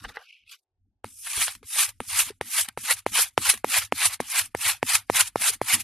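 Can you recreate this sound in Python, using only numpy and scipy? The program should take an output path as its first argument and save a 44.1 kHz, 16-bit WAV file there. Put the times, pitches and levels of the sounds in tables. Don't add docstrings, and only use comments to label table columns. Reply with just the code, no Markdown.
import sys
import numpy as np
from scipy import signal
from scipy.io import wavfile
from scipy.ndimage import uniform_filter1d

SR = 44100
rng = np.random.default_rng(int(sys.argv[2]) if len(sys.argv) > 2 else 0)


def master(y):
    cut = np.clip(np.atleast_2d(y).T, -1, 1)
    pcm = np.round(cut * 32767)
    wavfile.write(sys.argv[1], SR, pcm.astype(np.int16))


def rack_gain(trim_db):
    fader = np.asarray(trim_db, float)
    return 10 ** (fader / 20)


N = 257103
TIME = np.arange(N) / SR

# start_s, stop_db, gap_ms (start of the stop to the rebound), width_ms (each pulse),
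# wood_db (firmness: drive of the wood relative to the stop)
TAPS = [(1.044, -17.5, 0.65, 0.48, -27), (2.0037, -14, 0.64, 0.41, -24), (2.4118, -9, 0.81, 0.39, -27.5),
        (2.775, -14.5, 0.72, 0.5, -24.5), (3.0643, -4, 0.78, 0.53, -34.5), (3.3779, 6, 0.57, 0.32, -35),
        (3.6446, -3.5, 0.76, 0.54, -34), (3.9236, 0, 0.68, 0.39, -41), (4.2028, -7.5, 0.84, 0.51, -35),
        (4.5492, -8, 0.87, 0.48, -31), (4.829, -2, 0.78, 0.41, -36.5), (5.0992, -1, 0.8, 0.54, -37),
        (5.3581, -4, 0.79, 0.62, -37), (5.6154, -5.5, 0.85, 0.61, -40.5)]


def rms_one(x):
    return x / np.sqrt(np.mean(x ** 2) + 1e-20)


def in_time(rows):
    times_s, *columns = np.transpose(rows)
    return [np.interp(TIME, times_s, column, left=-140, right=-140) for column in columns]


def stretches(tables, lead_s):
    rows = list(tables[0])
    for table in tables[1:]:
        start_s = table[0][0] - lead_s
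        hold = (start_s - .001, *rows[-1][1:])
        onset = (start_s, *table[0][1:])
        rows += [hold, onset, *table]
    return in_time(sorted(rows, key=lambda row: row[0]))


def at_hz(points, hz):
    points_hz, values = np.transpose(points)
    return np.interp(np.log(hz), np.log(points_hz), values)


def drift(rate_hz):
    r = np.exp(-40 * np.pi * rate_hz / SR)
    noise = rng.standard_normal(N // 20 + 1002)
    slow = signal.lfilter([1], [1, -2 * r, r * r], noise)[1000:]
    return np.interp(np.arange(N) / 20, np.arange(len(slow)), rms_one(slow))


def ring(force, hz, t60_s):
    r = rack_gain(-60 / (t60_s * SR))
    w = 2 * np.pi * hz / SR
    return signal.lfilter([0, np.sin(w)], [1, -2 * r * np.cos(w), r * r], force + 1e-18)


def band(x, low_hz, high_hz, order=2):
    return signal.sosfilt(signal.butter(order, [low_hz, high_hz], "band", fs=SR, output="sos"), x)


def bump(start_s, width_s):
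    return np.sin(np.pi * np.clip((TIME - start_s) / width_s, 0, 1)) ** 2


def grains(spectrum, parts, per_s, spread_db, clump_db, patchy_db):
    # pitch_hz, likeness (1 = the same in both channels)
    likeness = [(300, 0.89), (3900, 1), (4600, 0.67), (6500, 0.24), (9000, 0.16), (13000, 0.31)]
    clumps = rack_gain(clump_db * drift(90))
    slips = rng.random((3, 2, N)) < per_s / SR
    strengths = rack_gain(spread_db * rng.exponential(1, slips.shape))
    slips = slips * strengths * rng.choice([-1, 1], slips.shape) * clumps
    out = np.zeros((2, N))
    k = 0
    for low_hz, high_hz, level_db in parts:
        part = 0
        edges = np.geomspace(low_hz, high_hz, 2 + int(6 * np.log2(high_hz / low_hz)))
        for low, high in zip(edges, edges[1:]):
            k += 1
            mid, side = band(slips[k % 3] + 1e-18, low, high)
            hz = np.sqrt(low * high)
            alike = np.clip(at_hz(likeness, hz), 0, 1)
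            flicker_db = patchy_db * (1 + 600 / hz) * drift(23)
            gain = rack_gain(at_hz(spectrum, hz) + flicker_db)
            part = part + gain * (np.sqrt(1 + alike) * mid + np.sqrt(1 - alike) * side * [[1], [-1]])
        out += rack_gain(level_db) * part / np.sqrt(np.mean(part.mean(axis=0) ** 2))
    return out


def crunch():
    # time_s, fine_db (fine grit), coarseness_db (how much the larger lumps give way)
    pushes = [
        [(1.052, -55.5, -1), (1.16, -51.5, -38), (1.188, -49, -24), (1.206, -44.5, -39), (1.274, -39, -3),
         (1.29, -37.5, -11.5), (1.424, -25, -7), (1.464, -30, -19), (1.478, -40, 8), (1.52, -41, -10.5),
         (1.62, -83, -6)],
        [(1.638, -68, 8), (1.664, -47.5, -24.5), (1.796, -22, -5), (1.84, -21, -13), (1.876, -43.5, -8.5),
         (1.892, -36, -5.5), (1.93, -71, -4), (1.978, -75, -13), (1.99, -76, -22)],
        [(2.012, -51.5, -4), (2.058, -50.5, -10.5), (2.076, -40, -29.5), (2.102, -34.5, -7.5),
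         (2.16, -29.5, -4), (2.208, -18.5, -11), (2.25, -41, -11.5), (2.296, -40.5, -1), (2.32, -69, 8.5),
         (2.386, -80, -24), (2.4, -103, 16)],
        [(2.42, -51, 2.5), (2.446, -50, -10.5), (2.52, -33, -16), (2.586, -24, -3.5), (2.618, -23.5, -16),
         (2.64, -42, -15), (2.66, -44.5, 1), (2.674, -62, -5), (2.688, -49, 16), (2.704, -73, 12),
         (2.765, -79, -14)],
        [(2.785, -44, -9), (2.825, -43.5, -18.5), (2.853, -33.5, -8.5), (2.893, -30.5, 1), (2.913, -21.5, -2.5),
         (2.945, -36, -13.5), (2.959, -49.5, 0), (2.991, -41, -11.5), (3.021, -71, 1), (3.045, -75, -9),
         (3.055, -97, 15)],
        [(3.073, -45.5, 0), (3.093, -45, -6), (3.111, -46, -18), (3.159, -24.5, -6), (3.185, -23.5, -0.5),
         (3.221, -20.5, -15), (3.269, -46.5, -1), (3.285, -44, -15), (3.305, -69.5, 2), (3.351, -73, -18),
         (3.37, -82, 5)],
        [(3.386, -44, -1.5), (3.406, -39.5, -10), (3.456, -26.5, -7), (3.478, -26, -6), (3.49, -21, -8),
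         (3.498, -17, -10), (3.522, -26, -14.5), (3.54, -42, 2), (3.556, -46, -4.5), (3.622, -75, -2),
         (3.635, -88, 8)],
        [(3.653, -48, 0), (3.657, -50, -5), (3.701, -30, -10.5), (3.745, -25, -1.5), (3.777, -22.5, -4),
         (3.787, -22.5, -9), (3.807, -36, -12.5), (3.823, -39, 4), (3.853, -41.5, -11), (3.897, -78, 3),
         (3.915, -85, 19)],
        [(3.932, -51, -4), (3.952, -42, -9), (4.02, -26.5, 0.5), (4.062, -21, -9), (4.086, -33.5, -17),
         (4.096, -44.5, 5.5), (4.144, -31.5, -10.5), (4.19, -84, 6), (4.195, -79, 25)],
        [(4.211, -37.5, -11), (4.221, -53.5, 7), (4.273, -43, -13), (4.319, -31, -15), (4.335, -36, 1.5),
         (4.393, -19.5, -8.5), (4.435, -43.5, -6), (4.461, -42.5, -9), (4.499, -76, -0.5), (4.525, -73, -8),
         (4.54, -88, 2)],
        [(4.558, -57, 11), (4.572, -46, -17), (4.598, -41, -6.5), (4.616, -30.5, -13), (4.648, -30, 0.5),
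         (4.684, -21.5, -11), (4.696, -25, 1), (4.712, -26, -6.5), (4.814, -78.5, 0), (4.82, -75, 17)],
        [(4.837, -49.5, -12), (4.859, -41.5, -12.5), (4.891, -25.5, -4.5), (4.925, -27, -4.5),
         (4.953, -19, -9.5), (5.051, -77.5, 5), (5.075, -68.5, -26.5), (5.09, -75, 17)],
        [(5.107, -43, 1.5), (5.111, -44, -25), (5.131, -38.5, -6), (5.151, -28, 1), (5.169, -20, -9.5),
         (5.185, -28, 1.5), (5.211, -18.5, -6.5), (5.247, -41.5, -7.5), (5.279, -34.5, -13), (5.319, -75.5, 3),
         (5.35, -72, -8)],
        [(5.366, -48, 1), (5.392, -42, -8), (5.42, -28, -6.5), (5.48, -23, -7), (5.496, -19.5, -15),
         (5.506, -27, -19), (5.514, -40.5, -2.5), (5.542, -34, -10), (5.58, -70.5, -6), (5.605, -76, 8)],
        [(5.624, -44, -4), (5.656, -44.5, -9), (5.686, -27, -4.5), (5.704, -29.5, 0), (5.742, -15.5, -13.5),
         (5.752, -23.5, -10.5), (5.772, -39, -5.5), (5.79, -42, -5), (5.804, -35.5, -11), (5.816, -35, -14),
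         (5.83, -60, -7)],
    ]
    # time_s, strength_db, fall_ms (time constant)
    clods = [(1.267, -38, 5.5), (1.48, -12, 1.1), (1.549, -28, 5), (1.627, -45, 3), (2.305, -33, 2),
             (2.685, -12, 1.35), (2.907, -17, 8.4), (3.187, -22, 2.7), (3.497, -3, 3), (3.537, -21.5, 6.7),
             (3.573, -25, 2.6), (3.769, -19, 3.5), (3.818, -20, 4.1), (4.051, -9, 9), (4.387, -14, 1.7),
             (4.951, -8, 1.8), (5.205, -10, 4.5), (5.419, -15, 7.3), (5.682, -33, 4.9)]
    # offset_db (re grit), follows (share of the coarseness swing),
    # share_db (share of a clod's surge)
    sizes = [(-8.5, 1.07, -13), (-0.25, 0.89, -9.5), (0.5, 0.51, -5), (1.08, 0.009, -1.5)]
    # (relative, per Hz)
    spectrum = [(450, 1), (560, -20), (850, -5.5), (1400, -7.5), (2300, -2.5), (3200, -5.5), (4500, -7.5),
                (6200, -5.5), (7800, -4.5), (9600, 1.5), (11000, -1.5), (13000, -9)]
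    rise_ms = 0.3
    fine_db, coarseness_db = stretches(pushes, .008)
    surge = 0
    for s, db, fall_ms in clods:
        age_ms = 1000 * (TIME - s - .002)
        surge = surge + rack_gain(db - 13) * np.exp(-np.maximum(-age_ms / rise_ms, age_ms / fall_ms))
    levels_db = []
    for offset_db, follows, share_db in sizes:
        sliding = rack_gain(fine_db + offset_db + follows * coarseness_db)
        levels_db.append(20 * np.log10(sliding + rack_gain(share_db) * surge))
    parts = zip([520, 1100, 2300, 5000], [1100, 2300, 5000, 13600], levels_db)
    return grains(spectrum, parts, per_s=6700, spread_db=0.5, clump_db=1.5, patchy_db=2.0)


def landings():
    # pitch_hz, level_db, t60_s
    modes = [(237, 11.5, 0.014), (514, -3.5, 0.029), (835, -14, 0.036), (1810, 18.5, 0.0018),
             (2910, -9, 0.033), (3780, -1, 0.012), (9170, 11, 0.0069)]
    table_hz, table_t60_s, table_echo_ms = 88, 0.024, 2.26
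    echo_over_wood_db = 17.5
    blow, rebound, thud, crack = np.zeros((4, N))
    struck = np.zeros((len(modes), N))
    vary_db = rng.normal(0, 0.77, (len(TAPS), len(modes)))
    for (s, db, gap_ms, width_ms, wood_db), tap_vary_db in zip(TAPS, vary_db):
        width_s = max(width_ms, .1) / 1000
        echo_db = db + wood_db + echo_over_wood_db
        for lag_ms, gain in [(0, rack_gain(db)), (table_echo_ms, rack_gain(echo_db))]:
            start_s = s + lag_ms / 1000
            blow -= gain * bump(start_s, width_s)
            rebound += gain * bump(start_s + gap_ms / 1000 - 0.47 * width_s, width_s)
        struck[:, round(s * SR)] = -rack_gain(db + wood_db + tap_vary_db)
        thud -= rack_gain(db - 51) * bump(s, 0.00027) / (0.0021 * SR)
        crack += rack_gain(db - 24.5) * np.exp(-np.maximum(TIME - s, 0) / 0.0025) * (TIME >= s)
    slack = np.exp(-1 / (0.0002 * SR))
    blow += 1.07 * signal.lfilter([1 - slack], [1, -slack], rebound)
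    blow = signal.sosfilt(signal.butter(2, 110, "high", fs=SR, output="sos"), blow)
    wood = sum(rack_gain(db) * ring(clicks, hz, t60_s) for clicks, (hz, db, t60_s) in zip(struck, modes))
    grit = band(rng.standard_normal(N), 1300, 12000) * crack
    return blow + wood + ring(thud, table_hz, table_t60_s) + grit


def snaps():
    # time_s, strength_db, pitch_hz
    short_clicks = [(1.269, -29.5, 1430), (1.48, -16, 1580), (1.551, -32, 2900), (1.629, -39, 1230),
                    (2.4124, -29, 1970), (2.687, -27.5, 1640), (2.912, -28, 2540)]
    out = np.zeros(N)
    for s, db, hz in short_clicks:
        age_s = np.maximum(TIME - s - .001, 0)
        tone = np.sin(2 * np.pi * hz * age_s) + .7 * np.sin(3.7 * np.pi * hz * age_s)
        out -= rack_gain(db + 2) * tone * np.exp(-age_s * hz / 1.2)
    return band(out, 900, 9000)


def dull_knocks():
    # time_s, strength_db, pitch_hz
    drops = [(1.378, -35, 400), (1.48, -36, 710), (1.629, -38.5, 436), (1.761, -38, 614), (2.304, -25, 412),
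             (2.589, -35, 663), (2.685, -37, 223), (2.909, -23.5, 540), (3.189, -27, 481),
             (3.537, -32.5, 425), (3.767, -28.5, 660), (4.052, -45, 678), (5.417, -33, 710),
             (5.5, -34, 433), (5.731, -34, 202)]
    out = np.zeros(N)
    for s, db, hz in drops:
        age_s = np.maximum(TIME - s + 0.0007, 0)
        swell = np.exp(-age_s / 0.0036) * (1 - np.exp(-age_s / 0.0033))
        out += rack_gain(db + 6) * np.sin(2 * np.pi * hz * age_s) * swell
    return out


def tub():
    # time_s, rasp_db, hollowness_db, brightness_db
    tugs = [
        [(0.0, -55, 1, -2), (0.016, -71, 9, 9), (0.024, -57, -1, 1.5), (0.042, -57.5, 8.5, 5.5),
         (0.05, -42.5, 7.5, -9.5), (0.074, -61, 3, 1), (0.094, -50, 6, 1.5), (0.13, -62, 0, -4)],
        [(0.13, -67, 0, -7), (0.162, -48.5, 3, -1.5), (0.172, -45.5, 1.5, -18), (0.182, -55, 8, -8),
         (0.226, -58.5, 7, 0.5), (0.278, -59, -27, -11), (0.29, -49, -39, -12.5), (0.44, -68, -38.5, -13)],
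        [(0.44, -75, -38, -7), (0.446, -70, -43, -13), (0.52, -47.5, -9, 4), (0.546, -50, -6, -1),
         (0.566, -73, -11, 1), (0.59, -80, -30, 6), (0.616, -114, 5, 15), (0.64, -114, 4, 21)],
    ]
    # (relative, per Hz)
    spectrum = [(500, -14), (1400, -8), (2000, -14), (2400, -2), (2800, 0), (3300, -7), (5500, -10),
                (7200, -18), (9600, -12), (13000, -16)]
    # time_s, strength_db
    flexes = [(0.049, -16), (0.093, -26), (0.1, -31), (0.151, -34), (0.158, -30), (0.17, -12)]
    # pitch_hz, level_db (relative), t60_s
    modes = [(460, -8, 0.054), (830, -5, 0.041), (1190, -2, 0.0067), (1606, 6.5, 0.0089),
             (2010, 3.5, 0.012), (2800, -12, 0.012), (4140, -13.5, 0.01)]
    scrape_db, hollow_db, bright_db = in_time([row for table in tugs for row in table])
    boom_db = -13.5 + 2 * hollow_db
    upper_db = -1 + bright_db
    fine_db = -5.5 + 1.54 * bright_db
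    parts = [(450, 1100, scrape_db + boom_db), (1100, 2000, scrape_db + hollow_db), (2000, 3500, scrape_db),
             (3500, 6200, scrape_db + upper_db), (6200, 13600, scrape_db + fine_db)]
    out = grains(spectrum, parts, per_s=9000, spread_db=2.0, clump_db=2.5, patchy_db=3.0)
    at = [round(s * SR) for s, db in flexes]
    flex_db = np.array(flexes)[:, 1]
    vary_db = rng.normal(0, 0.86, (len(flexes), len(modes)))
    for k, (hz, db, t60_s) in enumerate(modes):
        clicks = np.zeros(N)
        clicks[at] = rack_gain(flex_db + db - 14.5 + vary_db[:, k]) * (-1) ** k
        out += ring(clicks, hz, t60_s)
    return out


def stirring():
    # time_s, level_db
    background = [(0, -55), (.1, -78), (.29, -104), (.4, -90), (.464, -71), (.526, -106), (.63, -106),
                  (.81, -70), (1.0, -83), (1.1, -69.5), (1.3, -70.5), (1.65, -62), (1.75, -100),
                  (1.9, -63.5), (2.4, -71), (2.53, -104), (2.65, -74.5), (5.83, -65.5)]
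    # time_s, table_db (table mode), deep_db (deep part), block_db (block part)
    jolts = [(.022, -53, -66, -52), (.05, -63, -47, -49.5), (.1, -57.5, -60.5, -75), (.826, -72, -76, -68),
             (1.38, -41.5, -50, -51), (1.405, -54, -62, -63), (1.65, -64, -71, -77), (1.887, -53, -70, -71),
             (2.08, -53.5, -66, -76), (2.13, -47, -59, -80), (2.2, -44, -55.5, -83),
             (2.266, -50.5, -69, -66), (2.308, -55, -70, -49), (2.61, -53, -87, -80), (2.69, -52, -77, -67),
             (2.83, -67, -73, -63), (2.93, -49, -61, -82), (3.12, -67, -61, -43), (3.216, -59, -57, -92),
             (3.488, -41, -61, -83), (3.538, -57.5, -53.5, -52), (3.78, -41, -66, -59),
             (3.84, -59, -61, -76.5), (4.063, -46.5, -51, -69.5), (4.419, -47, -58, -84),
             (4.663, -51, -51.5, -75), (4.734, -58, -64, -77), (4.88, -61, -55, -57),
             (4.951, -43, -63, -58), (5.15, -43, -67, -51), (5.213, -49.5, -61, -67), (5.41, -55, -61, -53),
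             (5.515, -51, -60, -50), (5.742, -32, -55, -37)]
    # level_db, follows (share of the landing's dB),
    # fall_db_per_s, background_share_db (the layer's level re the background curve)
    after_tap = [(-33.5, 0.68, 491, -5.3), (-63, 1.5, 153.5, -2), (-38, 0.2, 396.5, -12)]
    rise_db_per_s, jolt_fall_db_per_s = 1297.5, 302
    background_db, = in_time(background)
    gains = []
    for k, (db, follows, fall_db_per_s, background_share_db) in enumerate(after_tap):
        gain = rack_gain(background_db + background_share_db)
        for s, tap_db, *shape in TAPS:
            stir_db = db + follows * tap_db - fall_db_per_s * np.maximum(TIME - s, 0)
            gain = gain + rack_gain(stir_db) * (TIME >= s)
        for s, *jolt_db in jolts:
            below_peak_db = np.maximum(rise_db_per_s * (s - TIME), jolt_fall_db_per_s * (TIME - s))
            gain = gain + rack_gain(jolt_db[k] - below_peak_db)
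        gains.append(gain)
    return gains


def rumble():
    # (relative, per Hz)
    floor_spectrum = [(330, -4), (450, -12), (660, -6), (900, -18), (1300, -26), (13000, -30)]
    floor_db = -94
    floor = sum(rack_gain(db) * band(rng.standard_normal(N), hz, 1.3 * hz) for hz, db in floor_spectrum[:-1])
    out = rack_gain(floor_db) * np.array([rms_one(floor)] * 2)
    # low_hz, high_hz, flicker_db, side_db
    layers = [(86.0, 108, 2.2, -29.5), (28, 69, 1.4, -11.5), (190, 278.6, 6.2, -18.5)]
    for gain, (low_hz, high_hz, flicker_db, side_db) in zip(stirring(), layers):
        noise = band(rng.standard_normal((2, N)), low_hz, high_hz)
        mid, side = noise * rack_gain(flicker_db * drift(12))
        out += gain * (mid + rack_gain(side_db) * side * [[1], [-1]]) / np.std(mid)
    return out


def scene():
    return crunch() + dull_knocks() + snaps() + landings() + tub() + rumble()


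def suppressor(x):
    below_strongest_db, below_neighbours_db, muted_db = -28, -8.5, -40.5
    hz, _, z = signal.stft(x, SR, nperseg=1024)
    power = uniform_filter1d(np.mean(np.abs(z) ** 2, axis=0), size=3, axis=0) + 1e-20
    treble_limit = uniform_filter1d(power, size=25, axis=0) * rack_gain(2 * below_neighbours_db)
    bass_limit = power.max(axis=0) * rack_gain(2 * below_strongest_db)
    limit = np.where(hz[:, None] > 1200, treble_limit, bass_limit)
    gain = rack_gain(muted_db / (1 + (power / limit) ** 3.5))
    return signal.istft(z * gain, SR, nperseg=1024)[1][:, :N]


def roll_off(x):
    return signal.sosfilt(signal.butter(12, 14240, fs=SR, output="sos"), x)


def record(dry):
    rounded = .95 * np.tanh(suppressor(dry) / .95)
    mix = signal.sosfilt(signal.ellip(8, 1, 55, 13080, fs=SR, output="sos"), rounded)
    return roll_off(mix)


dry = scene()
out = record(dry)
master(out)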